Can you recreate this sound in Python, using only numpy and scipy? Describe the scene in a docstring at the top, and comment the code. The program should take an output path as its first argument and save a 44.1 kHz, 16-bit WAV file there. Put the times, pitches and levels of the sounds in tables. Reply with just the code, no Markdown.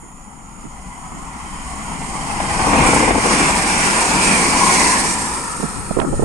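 """An electric train runs under a road bridge and past at speed, a few metres from a hand-held phone.
The rails sing ahead of it and the nose shoves air aside. Then bogies rumble, uneven treads thump,
rough wheels and rails roar, and steel contact and air hiss. The ring of the last bogie falls in pitch
as it goes by, and the wake buffets the two closely spaced microphone ports."""
import sys
import numpy as np
from scipy import signal
from scipy.fft import rfft, irfft
from scipy.io import wavfile
from scipy.ndimage import uniform_filter1d, minimum_filter1d

SR = 44100
rng = np.random.default_rng(int(sys.argv[2]) if len(sys.argv) > 2 else 0)


def log_audio(samples):
    """Write samples as a 16-bit WAV file to the path given in sys.argv[1]."""
    # one column per channel
    frames = np.atleast_2d(samples).T
    # limit to full scale, then quantise
    limited = np.clip(frames, -1, 1)
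    pcm = np.round(limited * 32767).astype(np.int16)
    wavfile.write(sys.argv[1], SR, pcm)


N = 275434
TIME, BIN_HZ = np.arange(N) / SR, np.arange(N // 2 + 1) * SR / N
SPEED_M_S, SOUND_M_S = 38.46, 343

# The bogies. Each row: time abreast of the microphone in seconds, low roar, rolling noise and hiss
# in relative dB, whine pitch in Hz, whine in relative dB.
BOGIES = [(2.88, 1.4, -0.53, -4, 2344, -28.5), (3.4, -2.5, 0, -3, 2235, -36),
          (3.871, -4.5, -0.8, -2.5, 2260, -47), (4.32, -1, -0.55, -1.3, 2383, -25.5),
          (4.79, -1.95, -0.5, 2, 2110, -26.5)]


def undb(db):
    """Decibels to gain."""
    return 10 ** (np.asarray(db) / 20)


def curves(table):
    """The columns of a time table, one value a sample."""
    s, *columns = np.transpose(table)
    return [np.interp(TIME, s, c) for c in columns]


def by_pitch(table):
    """The columns of a frequency table, one value a spectral bin."""
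    hz, *columns = np.transpose(table)
    return [np.interp(np.log(np.maximum(BIN_HZ, 1)), np.log(hz), c) for c in columns]


def walk(rate):
    """Random levels held 1 / rate seconds and smoothed twice; spread 1."""
    hold = max(int(SR / rate), 1)
    steps = np.repeat(rng.standard_normal(N // hold + 1), hold)
    smooth = uniform_filter1d(uniform_filter1d(steps, hold), hold)[:N]
    return smooth / smooth.std()


def hump(s, width_s):
    """A smooth bell around time s, peak 1."""
    return np.exp(-np.minimum(((TIME - s) / width_s) ** 2, 50))


def swell(start, length):
    """A quick rise and slower fall, peak 1, mostly over after the given length."""
    u = np.maximum(TIME - start, 0) * 4 / length
    return (u * np.exp(1 - u)) ** 2


def pan(db):
    """Left and right gains for a level difference."""
    gains = undb(np.array([db, -db]).reshape(2, -1) / 2)
    return gains / gains.mean(axis=0)


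def roar(tone):
    """Stereo noise of the given spectrum as the two ports take it in; the mid has rms 1."""
    # The microphone pair. Each row: frequency in Hz, side minus mid in dB, left minus right in dB.
    ports = [(60, -9, 2.5), (253, -10, 4.5), (420, -8, 5), (600, -8, 0.5), (900, -7.5, 5.5),
             (1210, -1.5, 0.5), (1540, 8, 0.5), (1930, -1, -4), (2340, -3.5, 0), (3100, 0, 2.5),
             (3720, 1, -3), (6000, -0.5, -3), (7040, -10.5, -2.2), (9500, -4.8, -9), (11100, -4, 2)]
    hz = np.maximum(BIN_HZ, 1)
    octaves_outside = np.abs(np.log2(hz / np.clip(hz, tone[0][0], tone[-1][0])))
    gain = undb(by_pitch(tone)[0] - 40 * octaves_outside)
    side_db, balance_db = by_pitch(ports)
    width, power_ratio = undb(side_db), undb(balance_db) ** 2
    # the part of the side that is in step with the mid leans the sound to one port
    lean = np.clip((power_ratio - 1) / (power_ratio + 1) * (1 + width ** 2) / (2 * width), -1, 1)
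    common, diffuse = rfft(rng.standard_normal((2, N))) * gain
    mid = irfft(common, N)
    side = irfft(width * (lean * common + np.sqrt(1 - lean ** 2) * diffuse), N)
    return np.array([mid + side, mid - side]) / mid.std()


def resonance(hz, width_hz):
    """A mode shaken by random roughness; its centre may glide. Rms 1."""
    lowpass = signal.butter(2, width_hz / 2, fs=SR, output="sos")
    real, imag = signal.sosfilt(lowpass, rng.standard_normal((2, N)))
    phase = 2 * np.pi * np.cumsum(hz * np.ones(N)) / SR
    mode = real * np.cos(phase) + imag * np.sin(phase)
    return mode / mode.std()


def blow(noise, s, length, db):
    """One short burst of a ringing part, with a set strength."""
    first = int(s * SR)
    u = np.arange(min(int(3 * length * SR), N - first)) / SR * 4 / length
    shape = (u * np.exp(1 - u)) ** 2
    burst = noise[:, first:first + len(u)] * shape
    burst = burst * undb(db) * np.sqrt(np.sum(shape ** 2) / np.sum(burst.mean(axis=0) ** 2))
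    return np.pad(burst, ((0, 0), (first, N - first - len(u))))


def along(s):
    """Metres travelled since being abreast of the microphone at time s; negative while approaching."""
    return SPEED_M_S * (TIME - s)


def distance():
    """Metres of track to the nearer end of the train, 0 while it is alongside."""
    return np.maximum(-along(BOGIES[0][0]), 0) + np.maximum(along(BOGIES[-1][0]), 0)


def nearness(near_m=15):
    """Close to 0 while the train is far, close to 1 while it is alongside."""
    return 0.067 + 0.86 / (1 + (distance() / near_m) ** 3)


def passed():
    """Share of the train that has gone by, 0 to 1."""
    return curves([(BOGIES[0][0], 0), (BOGIES[-1][0], 1)])[0]


def doppler(s, glide_m):
    """Pitch ratio of a source abreast at time s; it falls mostly within glide_m either side."""
    metres = along(s)
    return 1 / (1 + SPEED_M_S / SOUND_M_S * metres / np.hypot(metres, glide_m))


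def falloff(s, reach_m, ahead_db, behind_db):
    """Level in dB of a source abreast at time s; it loses ahead_db or behind_db per tenfold distance."""
    metres = along(s)
    return -np.where(metres < 0, ahead_db, behind_db) * np.log10(np.hypot(metres, reach_m) / reach_m)


def passing(column, db, reach_m, ahead_db, behind_db, air_m):
    """Level in dB of one noise summed over the bogies; the air fades it by 1/e every air_m."""
    k = ("s", "roar", "rolling", "hiss").index(column)
    power = 0
    for bogie in BOGIES:
        gain = undb(bogie[k] + falloff(bogie[0], reach_m, ahead_db, behind_db))
        power += (gain * np.exp(-np.abs(along(bogie[0])) / air_m)) ** 2
    return db + 10 * np.log10(power)


def swells_db(column):
    """One part of the noise swells and dips briefly."""
    # Each row: peak time and half width in seconds, then rumble, rails and treble in dB.
    swells = [(1.0, 0.5, 2.5, 1.5, 2.1), (1.65, 0.36, 3, 1, 3), (2.3, 0.31, 2.5, 3.3, 1.5),
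              (2.72, 0.11, -2, 5.5, 0), (2.835, 0.042, 7, 2.5, 0.5), (3.14, 0.073, 5, -4.5, -4),
              (4.08, 0.1, -3, 0.5, -0.5), (6.06, 0.037, 4, 4, -4)]
    k = ("s", "width", "rumble", "rails", "treble").index(column)
    return sum(row[k] * hump(row[0], row[1]) for row in swells)


def approach(ahead, near, behind):
    """Sound grazing the ballast loses its middle; close by it is whole; it leaves in another colour."""
    share, gone = nearness(), passed()
    far = np.sqrt(1 - gone) * roar(ahead) + np.sqrt(gone) * roar(behind)
    return np.sqrt(1 - share) * far + np.sqrt(share) * roar(near)


def ripple(sound, depth_db, size=2048):
    """Neighbouring pitches of the rail and wheel noise waver separately, at random."""
    spectra = signal.stft(sound, nperseg=size)[2]
    field = rng.standard_normal(spectra.shape[1:])
    for _ in range(2):
        field = uniform_filter1d(uniform_filter1d(field, size=3, axis=0), size=5, axis=1)
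    gain = undb(depth_db * field / field.std())
    return signal.istft(spectra * gain / np.sqrt(np.mean(gain ** 2)), nperseg=size)[1][:, :N]


def bearing(sound):
    """From far along the line, the train's low roar reaches the right port first."""
    # Each row: frequency in Hz, lag of the left port in radians.
    far_lag = [(170, 0.47), (500, 0.83), (850, 0.72), (1100, 0)]
    lag, = by_pitch(far_lag)
    oblique = irfft(rfft(sound) * np.exp(.5j * np.array([-lag, lag])), N)
    share = nearness()
    return share * sound + (1 - share) * oblique


def buffets(port_hz=190, knee_hz=420, slope=2.9, rise_s=0.006, boom_hz=300, boom_width_hz=70, boom_db=4):
    """Each eddy strikes one microphone port with turbulent pressure; harder ones tend to reach higher."""
    # Each row: start and length in seconds, level in dB, upper edge in Hz, port (0 left, 1 right).
    eddies = [(0.021, 0.047, -34.5, 292, 1), (0.323, 0.05, -40, 220, 0), (0.572, 0.025, -34, 220, 0),
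              (0.637, 0.036, -26.5, 252, 1), (1.101, 0.14, -33.5, 278, 1), (5.594, 0.01, -13, 398, 1),
              (5.626, 0.0077, -7, 746, 1), (5.633, 0.023, -12.5, 207, 1), (5.756, 0.052, -22, 90, 0),
              (5.905, 0.0081, -3, 685, 1), (5.964, 0.01, -2, 475, 1), (5.982, 0.021, -8.5, 1100, 1),
              (5.997, 0.0041, 2.5, 3280, 1), (6.011, 0.011, -9, 1710, 1), (6.025, 0.022, -17, 900, 1),
              (6.043, 0.01, -10, 1100, 1), (6.058, 0.048, -15, 260, 0), (6.124, 0.018, -10.5, 700, 1),
              (6.19, 0.014, -7.5, 480, 1), (6.219, 0.03, -9.5, 704, 1)]
    turbulence = rfft(rng.standard_normal(N)) * BIN_HZ ** 2 / (BIN_HZ ** 2 + port_hz ** 2)
    turbulence /= np.sqrt(1 + (BIN_HZ / knee_hz) ** 2)
    turbulence *= undb(boom_db / (1 + ((BIN_HZ - boom_hz) / boom_width_hz) ** 2))
    out = np.zeros((2, N))
    for s, length, db, edge_hz, port in eddies:
        shape = np.clip((TIME - s) / rise_s, 0, 1) ** 2 * hump(s, length)
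        burst = shape * irfft(turbulence / np.sqrt(1 + (BIN_HZ / edge_hz) ** (2 * slope)), N)
        out[port] += undb(db) * burst * np.sqrt(np.sum(shape ** 2) / (np.sum(burst ** 2) + 1e-18))
    return out


def wake(full_s=6.12, rise_db_per_s=35, full_db=-23):
    """Air dragged behind the train builds up, then holds, rumbling on each port separately."""
    # Each row: frequency in Hz, relative level in dB.
    tone = [(8, 0), (22, 11.5), (60, -4), (110, 1.5), (250, -11), (500, -11), (1500, -58), (6000, -120)]
    air = irfft(rfft(rng.standard_normal((2, N))) * undb(by_pitch(tone)[0]), N)
    build_db = rise_db_per_s * np.minimum(TIME - full_s, 0)
    return air / air.std() * undb(full_db + build_db + 1.8 * walk(25))


def rail_song(fade_m=87, behind_db=-2.5):
    """The rails carry a few narrow bands far along the line and ring on behind the train."""
    # High waves running in the rails. 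Each row: frequency in Hz, relative level in dB.
    song_tone = [(5500, -26), (5850, 3), (6050, -34), (6400, -33), (6600, 7.5), (6850, 12), (7250, 5.5),
                 (7650, 3), (7850, -21), (8200, -18), (8600, -10), (9300, 9), (9480, 1), (9620, 9.5),
                 (9780, -2), (10000, -15), (10500, -6), (11100, -8), (12000, -19)]
    # The rail's resonance between sleepers. Each row: time in seconds, level in dB.
    span_levels = [(0, -51), (1.5, -44), (2.5, -42), (4.7, -54), (5.2, -31.5), (5.8, -34.5), (6.25, -37)]
    song = roar(song_tone) * np.exp(-distance() / fade_m)
    song *= undb(-38 + behind_db * passed() + 1.3 * walk(4.6))
    span = np.array([resonance(1305, width_hz=166), resonance(1290, width_hz=220)])
    leftward_db, = curves([(2, 0), (5, 16)])
    trail = resonance(964, width_hz=170) * pan(10) * undb(-31) * hump(5.12, width_s=0.4)
    return song + trail + span * pan(leftward_db) * undb(curves(span_levels)[0])


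def bow_wave():
    """The nose drives a deep wave of air ahead of it."""
    # Each row: frequency in Hz, relative level in dB.
    tone = [(20, 6), (28, 8), (42, 0), (60, 5), (100, 1), (150, 2), (220, -8)]
    return roar(tone) * undb(-23.5) * hump(2.78, width_s=0.29)


def shoves():
    """Air pushed aside by the nose, the gaps between cars and the tail arrives in low shoves."""
    # Each row: start and length in seconds, level in dB.
    pushes = [(2.761, 0.077, -16), (3.407, 0.085, -20), (4.13, 0.1, -21), (4.245, 0.17, -20.5),
              (4.99, 0.42, -29)]
    push = sum(undb(db) * swell(s, length) for s, length, db in pushes)
    return roar([(20, -13), (50, -10), (95, -6), (175, 9.5), (290, 5), (450, -18)]) * push


def hiss():
    """Steel contact and rushing air hiss; the flanges scrape twice."""
    # The hiss and the sizzle above it. Each row: frequency in Hz, relative level in dB.
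    hiss_tone = [(2900, -17), (3700, -5), (4400, 0), (5200, 3), (6000, 3.5), (7000, 3), (7700, 2),
                 (8800, -42)]
    sizzle_tone = [(6000, -32), (7200, -4), (8000, 0.5), (8750, 5), (9400, 1), (10200, -7.5), (11000, -16),
                   (12000, -21.5), (14500, -42)]
    # Each row: start and length in seconds, relative level in dB.
    scrapes = [(2.858, 0.049, -24), (2.94, 0.034, -22)]
    flutter_db = 0.95 * walk(70) + swells_db("treble")
    scrape = sum(undb(db) * swell(s, length) for s, length, db in scrapes)
    hiss_db = passing("hiss", db=-23.5, reach_m=8.5, ahead_db=23, behind_db=24.5, air_m=66.5)
    sizzle_db = passing("hiss", db=-22, reach_m=8, ahead_db=19, behind_db=15, air_m=66.5)
    low = roar(hiss_tone) * (undb(hiss_db + flutter_db) + 0.11 * scrape)
    high = roar(sizzle_tone) * pan(-0.47) * (undb(sizzle_db + flutter_db) + 0.72 * scrape)
    return low + high


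def wheel_modes(ring_s=4.68):
    """Wheel modes whine and slide down as each bogie passes; the last one also rings lower."""
    # The last bogie's close modes. Each row: frequency and width in Hz, level in dB.
    modes = [(994, 103, -20), (1067, 47, -21)]
    glide = doppler(ring_s, glide_m=22)
    ring = sum(undb(db) * resonance(hz * glide, width_hz) for hz, width_hz, db in modes)
    ring_db = falloff(ring_s, reach_m=6.5, ahead_db=44, behind_db=36) - walk(45)
    out = ring * pan(9.5) * undb(ring_db)
    for s, _, _, _, whine_hz, whine_db in BOGIES:
        hz = whine_hz * doppler(s, glide_m=6)
        shared = resonance(hz, width_hz=390)
        whine = np.array([0.9 * shared + 1.15 * resonance(hz, width_hz=190) for _ in range(2)])
        out += whine * undb(whine_db + falloff(s, reach_m=6.6, ahead_db=57, behind_db=39.6))
    return out


def thumps():
    """The leading wheels clatter: each blow of an uneven tread thuds in the bogie and clangs in the rail."""
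    # Each row: start and length in seconds, thud in dB, clang in dB.
    blows = [(2.401, 0.013, -31, -15.5), (2.59, 0.03, -24, -17.5), (2.664, 0.028, -19.5, -17),
             (2.726, 0.037, -17.5, -14.5), (2.751, 0.029, -25, -18), (2.772, 0.037, -19, -25),
             (2.789, 0.037, -25, -20), (2.817, 0.037, -19, -23), (2.851, 0.039, -18.5, -16),
             (2.885, .036, -16.5, -21), (2.928, 0.023, -16, -17), (2.956, 0.04, -13.5, -15.5),
             (3, 0.027, -14.5, -18), (3.022, .04, -18, -16.5), (3.071, 0.055, -14.5, -16),
             (3.105, 0.025, -14, -13.5), (3.142, 0.052, -17, -18), (3.175, 0.032, -19, -22),
             (3.234, 0.035, -24, -19), (3.251, 0.043, -18, -21), (3.297, 0.039, -24, -20),
             (3.319, 0.028, -25, -21), (3.332, 0.04, -17, -30), (3.386, 0.055, -17.5, -19.5),
             (3.479, 0.058, -24, -20)]
    # The struck bogie and rail. Each row: frequency in Hz, relative level in dB.
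    thud_tone = [(120, -12), (200, -2.5), (290, -1), (400, -10), (520, -1), (650, -41)]
    clang_tone = [(420, -6), (560, -9), (680, -2), (820, 2.5), (1050, -3), (1250, -17), (1700, -14),
                  (2400, -14.5), (3600, -28.5)]
    thud, clang = roar(thud_tone), roar(clang_tone)
    return sum(blow(thud, s, length, thud_db) + blow(clang, s, length, clang_db)
               for s, length, thud_db, clang_db in blows)


def rolling():
    """Roughness of wheel and rail shakes both together."""
    # The rails, then the wheels coming, alongside and going. Each row: frequency in Hz, relative dB.
    rail_tone = [(480, -29), (650, -8.5), (790, 1), (900, 1.5), (1070, 1), (1170, -3), (1350, -15.5),
                 (1700, -23.5)]
    wheel_ahead = [(1100, -41), (1380, -5), (1620, -9.5), (2000, 5.5), (2350, -1), (2750, -5.5),
                   (3120, -1.5), (3550, -17.5), (4300, -44)]
    wheel_near = [(790, -32), (1350, -3), (1720, -4.5), (2330, 2), (2750, -5), (3250, -11), (3700, -16),
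                  (4810, -69)]
    wheel_behind = [(1100, -37), (1500, -4.5), (1800, 8), (2100, -3), (2350, 1.5), (2750, -2.5),
                    (3100, -7.5), (3550, -9), (4300, -25)]
    rough_db = 0.73 * walk(60)
    rail_db = passing("rolling", db=-22, reach_m=10.5, ahead_db=19.5, behind_db=22.5, air_m=125)
    wheel_db = passing("rolling", db=-22, reach_m=8, ahead_db=28, behind_db=27.5, air_m=190)
    rails = roar(rail_tone) * undb(rail_db + swells_db("rails"))
    wheels = approach(wheel_ahead, wheel_near, wheel_behind) * undb(wheel_db + 1.1 * swells_db("treble"))
    return (rails + wheels) * undb(rough_db)


def running_gear():
    """Car bodies rumble; bogies and sleepers roar unevenly."""
    # Both as heard down the line and from a few metres. Each row: frequency in Hz, relative level in dB.
    body_far = [(14, 3.5), (28, 4.5), (48, 0), (65, 1), (95, -10.5), (130, -17), (190, -3)]
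    body_near = [(14, -21), (22, 5.5), (28, 0.5), (37, -3), (52, 5.5), (70, -2.5), (100, -2.5), (130, -9),
                 (190, -11)]
    bogie_ahead = [(70, -46), (120, -6), (175, -3.5), (255, -5.5), (360, -17), (550, -21.5), (660, -23),
                   (850, -50)]
    bogie_near = [(76, -47), (130, -11.5), (183, 2.5), (253, 0.5), (420, -4), (507, -5.5), (588, -8),
                  (650, -5), (840, -20), (1430, -120)]
    bogie_behind = [(70, -50), (125, -11.5), (190, 1.5), (270, -5.5), (370, -7.5), (500, -10), (640, -19),
                    (850, -48)]
    body_db = passing("roar", db=-32.5, reach_m=14.5, ahead_db=12.5, behind_db=13.5, air_m=300)
    bogie_db = passing("roar", db=-21, reach_m=8, ahead_db=22.5, behind_db=21, air_m=500)
    bodies = approach(body_far, body_near, body_far) * undb(body_db + swells_db("rumble"))
    bogies = approach(bogie_ahead, bogie_near, bogie_behind) * undb(bogie_db + 0.7 * walk(45))
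    return bodies + bogies


def scene():
    """Wind, rails and train as they reach the microphone at the lineside."""
    wind = wake() * pan(1.6) + buffets()
    steel = ripple(rolling() + hiss() + rail_song(), depth_db=2.0)
    return bearing(running_gear() + steel) + wheel_modes() + thumps() + bow_wave() + shoves() + wind


def record(dry, ceiling=0.97, window_s=0.004, top_hz=14800):
    """The phone's limiter ducks smoothly around peaks near full scale; the top is cut."""
    size = int(window_s * SR)
    needed_gain = ceiling / np.maximum(np.abs(dry).max(axis=0), ceiling)
    gain = uniform_filter1d(minimum_filter1d(needed_gain, size), size)
    return signal.sosfilt(signal.ellip(8, .2, 80, top_hz, fs=SR, output="sos"), dry * gain)


dry = scene()
out = record(dry)
log_audio(out)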